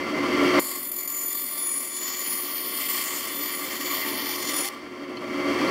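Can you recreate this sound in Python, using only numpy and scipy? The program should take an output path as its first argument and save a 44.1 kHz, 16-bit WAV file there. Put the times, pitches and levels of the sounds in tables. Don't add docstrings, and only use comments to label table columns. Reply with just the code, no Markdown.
import sys
import numpy as np
from scipy import signal
from scipy.fft import rfft, irfft, next_fast_len
from scipy.io import wavfile
from scipy.ndimage import uniform_filter1d

SR = 44100
rng = np.random.default_rng(int(sys.argv[2]) if len(sys.argv) > 2 else 0)


def ratio(d):
    e = np.asarray(d, float) / 20
    return 10 ** e


def pcm_store(signal):
    levels = np.round(np.clip(np.atleast_2d(signal), -1, 1) * 32767)
    wavfile.write(sys.argv[1], SR, levels.astype(np.int16).T)


N = 251476

BITE_S, EXIT_S = 0.596, 4.688
FREE_S = 4.95


def rms_one(x):
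    return x / np.sqrt(np.mean(x ** 2) + 1e-20)


def in_time(rows):
    s, *columns = np.transpose(rows)
    return [np.interp(np.arange(N) / SR, s, column) for column in columns]


def over_pitch(hz, points):
    point_hz, values = np.transpose(points)
    return np.interp(np.log(hz), np.log(point_hz), values)


def coloured(x, points, modes=()):
    size = next_fast_len(N)
    hz = np.maximum(np.fft.rfftfreq(size, 1 / SR), 1)
    db = over_pitch(hz, points)
    for centre_hz, width_hz, top_db in modes:
        db = db + top_db / (1 + (2 * (hz - centre_hz) / width_hz) ** 2)
    return irfft(rfft(x, size) * ratio(db), size)[:N]


def band(x, low_hz, high_hz):
    return signal.sosfilt(signal.butter(4, [low_hz, high_hz], "band", fs=SR, output="sos"), x)


def drift(rate_hz):
    r = np.exp(-80 * np.pi * rate_hz / SR)
    noise = rng.standard_normal(N // 40 + 2002)
    slow = signal.lfilter([1], [1, -2 * r, r * r], noise)[2000:]
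    return np.interp(np.arange(N) / 40, np.arange(len(slow)), rms_one(slow))


def rumble_db():
    t = np.arange(N) / SR
    swell = 20
    after_s, after_db = 4.726, -43.5
    free = -31 + swell * t
    ducked = -50 + 3.5 * (t - BITE_S) + 11 * np.exp(-np.abs(t - BITE_S) / 0.2)
    dip = after_db + 60 * (after_s - t)
    after = after_db + swell * (t - after_s)
    during = np.minimum(ducked, dip)
    return np.where(t < BITE_S, free, np.where(t < after_s, during, after))


# pitch [Hz], relative level per Hz [dB].
RUMBLE_COLOUR = [(40, -29.5), (110, -33), (160, -16.5), (290, -3), (490, -13.5), (870, -20.5), (1120, -12),
                 (1550, -20.5), (2100, -12.5), (3100, -23), (4600, -30.5), (5600, -30), (7000, -38),
                 (16000, -46)]
# pitch [Hz], width [Hz], rise over the broad colour [dB].
FRAME_RESONANCES = [(76, 14, 12), (241, 9, 4), (286, 22, 9.5), (430, 23, 3), (545, 26, 9.5), (625, 24, 10),
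                    (1018, 16, 6), (1075, 24, 6), (1164, 13, 12.5), (1367, 24, 10.5), (2077, 24, 10),
                    (2250, 24, 7), (3198, 80, 10.5), (4540, 380, 10)]
# pitch [Hz], width [Hz],
# change [dB].
TABLE_DIPS = [(2500, 70, -18), (3880, 350, -8)]
# pitch [Hz], average level before the shared swell [dB].
MOTOR_TONES = [(60, -53.5), (120, -24), (240, -17), (360, -5)]


def running_saw():
    t = np.arange(N) / SR
    rumble = coloured(rng.standard_normal(N), RUMBLE_COLOUR, FRAME_RESONANCES + TABLE_DIPS)
    low, high = band(rumble, 20, 750), band(rumble, 750, 17000)
    wobble = drift(22.3)
    low = low * ratio(1.85 * wobble + 0.09 * drift(5.2))
    high = high * ratio(0.74 * wobble + 1.5 * drift(2.0))
    rumble = low + high
    rumble = rumble / np.std(band(rumble, 200, 450))
    hum = np.zeros(N)
    for hz, db in MOTOR_TONES:
        tone = np.sin(2 * np.pi * (hz * t + rng.random()))
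        hum += np.sqrt(2) * ratio(db + 2.13 * drift(10.3)) * tone
    hiss = ratio(-40) * rng.standard_normal((2, N))
    level = ratio(rumble_db())
    return level * (ratio(-1.5) * rumble + hum), level * hiss


# time in seconds, feed as tearing level [dB],
# share of the blade buried in wood [0 to 1].
PUSH = [(.6, -32.5, 0), (.7, -28.5, 0.14), (.91, -39, 0.1), (1.2, -34, 0.14), (1.6, -35.5, 0.3),
        (1.85, -35.5, .2), (2.12, -31, 0.73), (2.55, -33, 0.52), (2.98, -29.5, 1), (3.46, -35, 0.87),
        (3.66, -34.5, 0.8), (3.9, -30, 1), (4.33, -33.5, 0.96), (4.5, -31.5, 0.6), (4.6, -29.5, 0.2),
        (4.75, -31.5, .6)]
# middle [s],
# half length [s], pitch at the middle [Hz], glide [Hz per s], change [dB].
DRIFTING_HOLLOWS = [(0.66, 1, 5940, 300, -10), (.95, 0.18, 9300, 100, -11), (1.5, 0.32, 9800, 100, -9),
                    (1.85, 0.12, 12500, -4000, -10), (2.35, 0.42, 8600, -1200, -23),
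                    (2.8, 0.17, 6300, 1000, -6), (2.47, 0.46, 11700, -500, -7), (0.71, .5, 11900, 95, 8),
                    (3.53, 0.34, 9300, 100, -13), (4.06, 0.38, 8400, -1500, -15),
                    (3.3, 0.77, 13000, 201, -3), (0.65, 0.12, 4500, 100, 4), (1.23, 0.99, 3160, 100, -6),
                    (3.02, 0.24, 7000, 97, 6), (4.53, 0.32, 5750, 200, 8), (4.04, 0.67, 2020, 100, 4),
                    (2.2, 0.45, 14000, 100, 9), (4.33, .4, 4000, 100, 2.5), (3.13, 0.21, 2450, 100, 2)]
# pitch [Hz], time to fall by 60 dB [s].
RING_TIMES = [(1000, .5), (4000, 0.7), (10000, 0.43)]
EXIT_DROP_DB = -17


def rasp(chips):
    hz, s, spectrum = signal.stft(rms_one(chips), SR, nperseg=512, noverlap=384)
    at = np.minimum((s * SR).astype(int), N - 1)
    hz = hz[:, None] + 1
    feed_db, buried = in_time(PUSH)
    wood_db = 7 * (np.clip(buried[at], 0, 1) - 1) / (1 + (hz / 5340) ** 4)
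    db = feed_db[at] + wood_db
    for middle_s, half_s, centre_hz, glide, depth_db in DRIFTING_HOLLOWS:
        off = (hz - centre_hz - glide * (s - middle_s)) / 764
        db = db + depth_db * np.exp(-off ** 2 - ((s - middle_s) / half_s) ** 4)
    for centre_hz in range(1000, 17000, 1500):
        share = np.clip(1 - np.abs(hz - centre_hz) / 1500, 0, 1)
        db = db + 1.46 * drift(10.2)[at] * share
    t60 = np.maximum(over_pitch(hz, RING_TIMES), 0.02)
    db = db - 60 * np.maximum(s - EXIT_S, 0) / t60
    db = db + EXIT_DROP_DB * (s > EXIT_S) / (1 + (3600 / hz) ** 2)
    return signal.istft(spectrum * ratio(db), SR, nperseg=512, noverlap=384)[1][:N]


STRONG_MULTIPLES = [6, 9, 12]
QUIET_WHINE_DB = [-52, -59.5, -43.5]
# middle [s], half length [s], level added [dB].
SQUEAL_TIMES = [
    [(.63, .12, -43), (1.2, 0.19, -38), (1.70, 0.072, -40.5), (2.08, 0.2, -36.5), (3.12, 0.075, -40),
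     (3.5, 0.15, -50), (3.86, 0.1, -43), (4.33, 0.042, -51), (4.48, 0.054, -40), (4.62, .06, -42)],
    [(.62, 0.085, -38), (.86, 0.094, -39.5), (1.3, 0.33, -38.5), (1.71, 0.18, -29), (1.97, 0.054, -40.5),
     (2.31, .1, -32), (2.8, 0.46, -38), (3.3, 0.086, -47), (3.56, 0.06, -40), (4.2, 0.69, -45),
     (4.6, 0.064, -32)],
    [(.62, 0.059, -42), (.95, 0.2, -39.5), (1.35, 0.23, -34), (1.84, 0.031, -43), (2.32, .12, -39),
     (2.6, 0.18, -38), (2.9, 0.12, -33), (3.15, 0.079, -41), (3.4, 0.081, -34.5), (3.56, 0.07, -42),
     (3.97, .12, -40), (4.25, 0.15, -43), (4.6, .07, -40)],
]
# multiple [number], level as the cut begins [dB], level as it ends [dB].
WEAK_MULTIPLES = [(1, -55, -54), (2, -56, -50), (3, -57, -46), (4, -58, -51), (5, -68, -51), (7, -54, -59),
                  (8, -62, -57), (10, -51, -51), (11, -50, -53), (13, -51, -51)]


def tooth_whine(turn, throb_db):
    t = np.arange(N) / SR
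    levels = {}
    for multiple, quiet_db, squeals in zip(STRONG_MULTIPLES, QUIET_WHINE_DB, SQUEAL_TIMES):
        levels[multiple] = ratio(quiet_db)
        for middle_s, half_s, top_db in squeals:
            levels[multiple] = levels[multiple] + ratio(top_db) * np.exp(-((t - middle_s) / half_s) ** 2)
    for multiple, first_db, last_db in WEAK_MULTIPLES:
        levels[multiple] = ratio(np.interp(t, [BITE_S, EXIT_S], [first_db, last_db]) + 3.0 * drift(2.5))
    fade_db = -60 * np.maximum(t - EXIT_S, 0) / 0.35
    fade_db += 0.81 * EXIT_DROP_DB * np.clip((t - EXIT_S) / 0.0031, 0, 1)
    whine = np.zeros(N)
    for multiple, level in levels.items():
        flutter_db = 0.4 * throb_db + 1.0 * drift(8) + 1.8 * drift(60) + 1.0 * drift(300)
        phase = multiple * turn + 0.4 * drift(150) + 2 * np.pi * rng.random()
        whine += np.sqrt(2) * level * ratio(fade_db + flutter_db) * np.sin(phase)
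    return whine


# time in seconds, jump before smoothing [dB].
FIBRE_CATCHES = [(0.595, 7), (0.758, -0.5), (.830, 2), (.915, 4.5), (1.075, 6), (2.884, 3.5), (3.038, 3.5),
                 (4.685, 2.5)]


def fibre_catches_db():
    catch_db = np.zeros(N)
    for s, db in FIBRE_CATCHES:
        catch_db[round(s * SR)] = db
    rip_db = signal.lfilter([1], [1, -np.exp(-1 / (0.0062 * SR))], catch_db)
    stall_db = signal.lfilter([1], [1, -np.exp(-1 / (0.011 * SR))], catch_db[::-1])[::-1]
    return uniform_filter1d(rip_db - 2.1 * stall_db, size=60)


# pitch [Hz], relative level per Hz [dB].
CHIP_COLOUR = [(200, -32), (500, -13), (900, -10), (1500, -12), (2100, -6), (3000, -5), (4400, -5),
               (6200, -10.5), (7400, -10), (9300, -8.5), (10300, -10), (12200, -11.5), (13400, -11.5),
               (15300, -12.5), (15800, -10)]
# pitch [Hz], width [Hz], rise [dB].
BLOCK_RESONANCES = [(1120, 178, 17.5), (1903, 210, 10), (2068, 32, 14.5), (2324, 210, 5), (3135, 260, 8)]
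# pitch [Hz], width [Hz], rise [dB].
BLADE_RESONANCES = [(4350, 200, 7), (4620, 200, 4), (5250, 300, 4), (7600, 600, 5), (8650, 250, 5),
                    (10400, 300, 4), (11600, 250, 5), (12780, 250, 5), (13930, 300, 4), (14700, 600, 4)]
# time in seconds,
# average rate [Hz].
TOOTH_GROUP_RATE = [(.6, 1164), (1.1, 1162.3), (1.6, 1160.6), (2.4, 1159.8), (3.6, 1160.6), (5, 1160.9)]
# time in seconds, depth of the main swing [dB].
THROB_DEPTH = [(.6, 0.7), (1.0, 2.0), (1.4, .9), (2.1, 0.5), (3.6, -0.5), (4.2, 1)]


def cutting():
    t = np.arange(N) / SR
    lap_hz = 3.07 * np.cos(2 * np.pi * 4.5 * (t - 0.924))
    rate_hz = in_time(TOOTH_GROUP_RATE)[0] + lap_hz + 0.5 * drift(22.5)
    turn = 2 * np.pi * np.cumsum(rate_hz) / SR
    spin = 2 * np.pi * 43.9 * (t - 0.9199)
    throb_db = in_time(THROB_DEPTH)[0] * np.cos(spin) + 0.6 * np.cos(2 * spin + 0.5 * drift(1))
    tearing = rng.standard_normal(N) * ratio(3.0 * np.cos(3 * turn) + 1.0 * drift(45))
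    chips = coloured(tearing, CHIP_COLOUR, BLOCK_RESONANCES + BLADE_RESONANCES + TABLE_DIPS)
    cut = rasp(chips) + tooth_whine(turn, throb_db) + block_groan()
    cut = cut * ratio(fibre_catches_db() + throb_db + 0.92 * drift(30))
    start = np.clip((t - BITE_S) / 0.00035, 0, 1)
    end = np.clip((FREE_S - t) / 0.069, 0, 1)
    return cut * start * end


# time in seconds, average pitch [Hz], average level [dB].
GROAN_PATH = [(3.95, 880, -70), (4.06, 880, -48), (4.2, 875, -50), (4.42, 870, -53), (4.56, 800, -53),
              (4.62, 760, -45), (4.69, 830, -50), (4.75, 840, -75)]


def block_groan():
    hz, db = in_time(GROAN_PATH)
    phase = 2 * np.pi * np.cumsum(hz + 17.84 * drift(35.6)) / SR
    return np.sqrt(2) * ratio(db + 3.1 * drift(39)) * np.sin(phase)


# time in seconds, strength [dB].
TAPS = [(5.171, -37), (5.675, -34)]
# pitch [Hz], relative level [dB], time to fall by 60 dB [s].
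TAP_RINGS = [(2600, -5, .05), (3050, 0, .06), (4200, -1, .06), (4450, -2, .05)]


def knocks():
    clicks = np.full(N, 1e-18)
    for s, db in TAPS:
        clicks[round(s * SR)] = ratio(db)
    out = np.zeros(N)
    for hz, db, t60 in TAP_RINGS:
        r, w = ratio(-60 / (t60 * SR)), 2 * np.pi * hz / SR
        out += signal.lfilter([0, ratio(db) * np.sin(w)], [1, -2 * r * np.cos(w), r * r], clicks)
    return out


# pitch [Hz], left over right [dB].
LEFT_OVER_RIGHT = [(60, 0), (2400, .2), (4400, .7), (8100, 2.4), (15000, 4.2)]
# pitch [Hz], level against the direct sound [dB].
ECHO_SPREAD = [(30, -20), (60, -23), (125, -32), (300, -46), (600, -34), (1300, -24), (2400, -29),
               (4400, -22), (8000, -26), (15000, -12)]


def scene():
    saw, hiss = running_saw()
    mid = saw + cutting() + knocks()
    left = coloured(mid, [(hz, db / 2) for hz, db in LEFT_OVER_RIGHT])
    right = coloured(mid, [(hz, -db / 2) for hz, db in LEFT_OVER_RIGHT])
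    echoes = rng.standard_normal(SR // 10) * ratio(-60 * np.arange(SR // 10) / SR / 0.03)
    echoed = signal.fftconvolve(mid, echoes / np.linalg.norm(echoes))[:N]
    side = coloured(echoed, ECHO_SPREAD)
    return np.array([left + side, right - side]) + hiss


def roll_off(x):
    return signal.sosfilt(signal.butter(12, 16460, fs=SR, output="sos"), x)


def record(dry):
    ceiling = 0.4
    rounded = ceiling * np.tanh(dry / ceiling)
    bass_cut = signal.butter(2, 40, "high", fs=SR, output="sos")
    top_cut = signal.ellip(10, 0.5, 60, 15720, fs=SR, output="sos")
    finished = signal.sosfilt(top_cut, signal.sosfilt(bass_cut, rounded))
    return roll_off(finished)


dry = scene()
out = record(dry)
pcm_store(out)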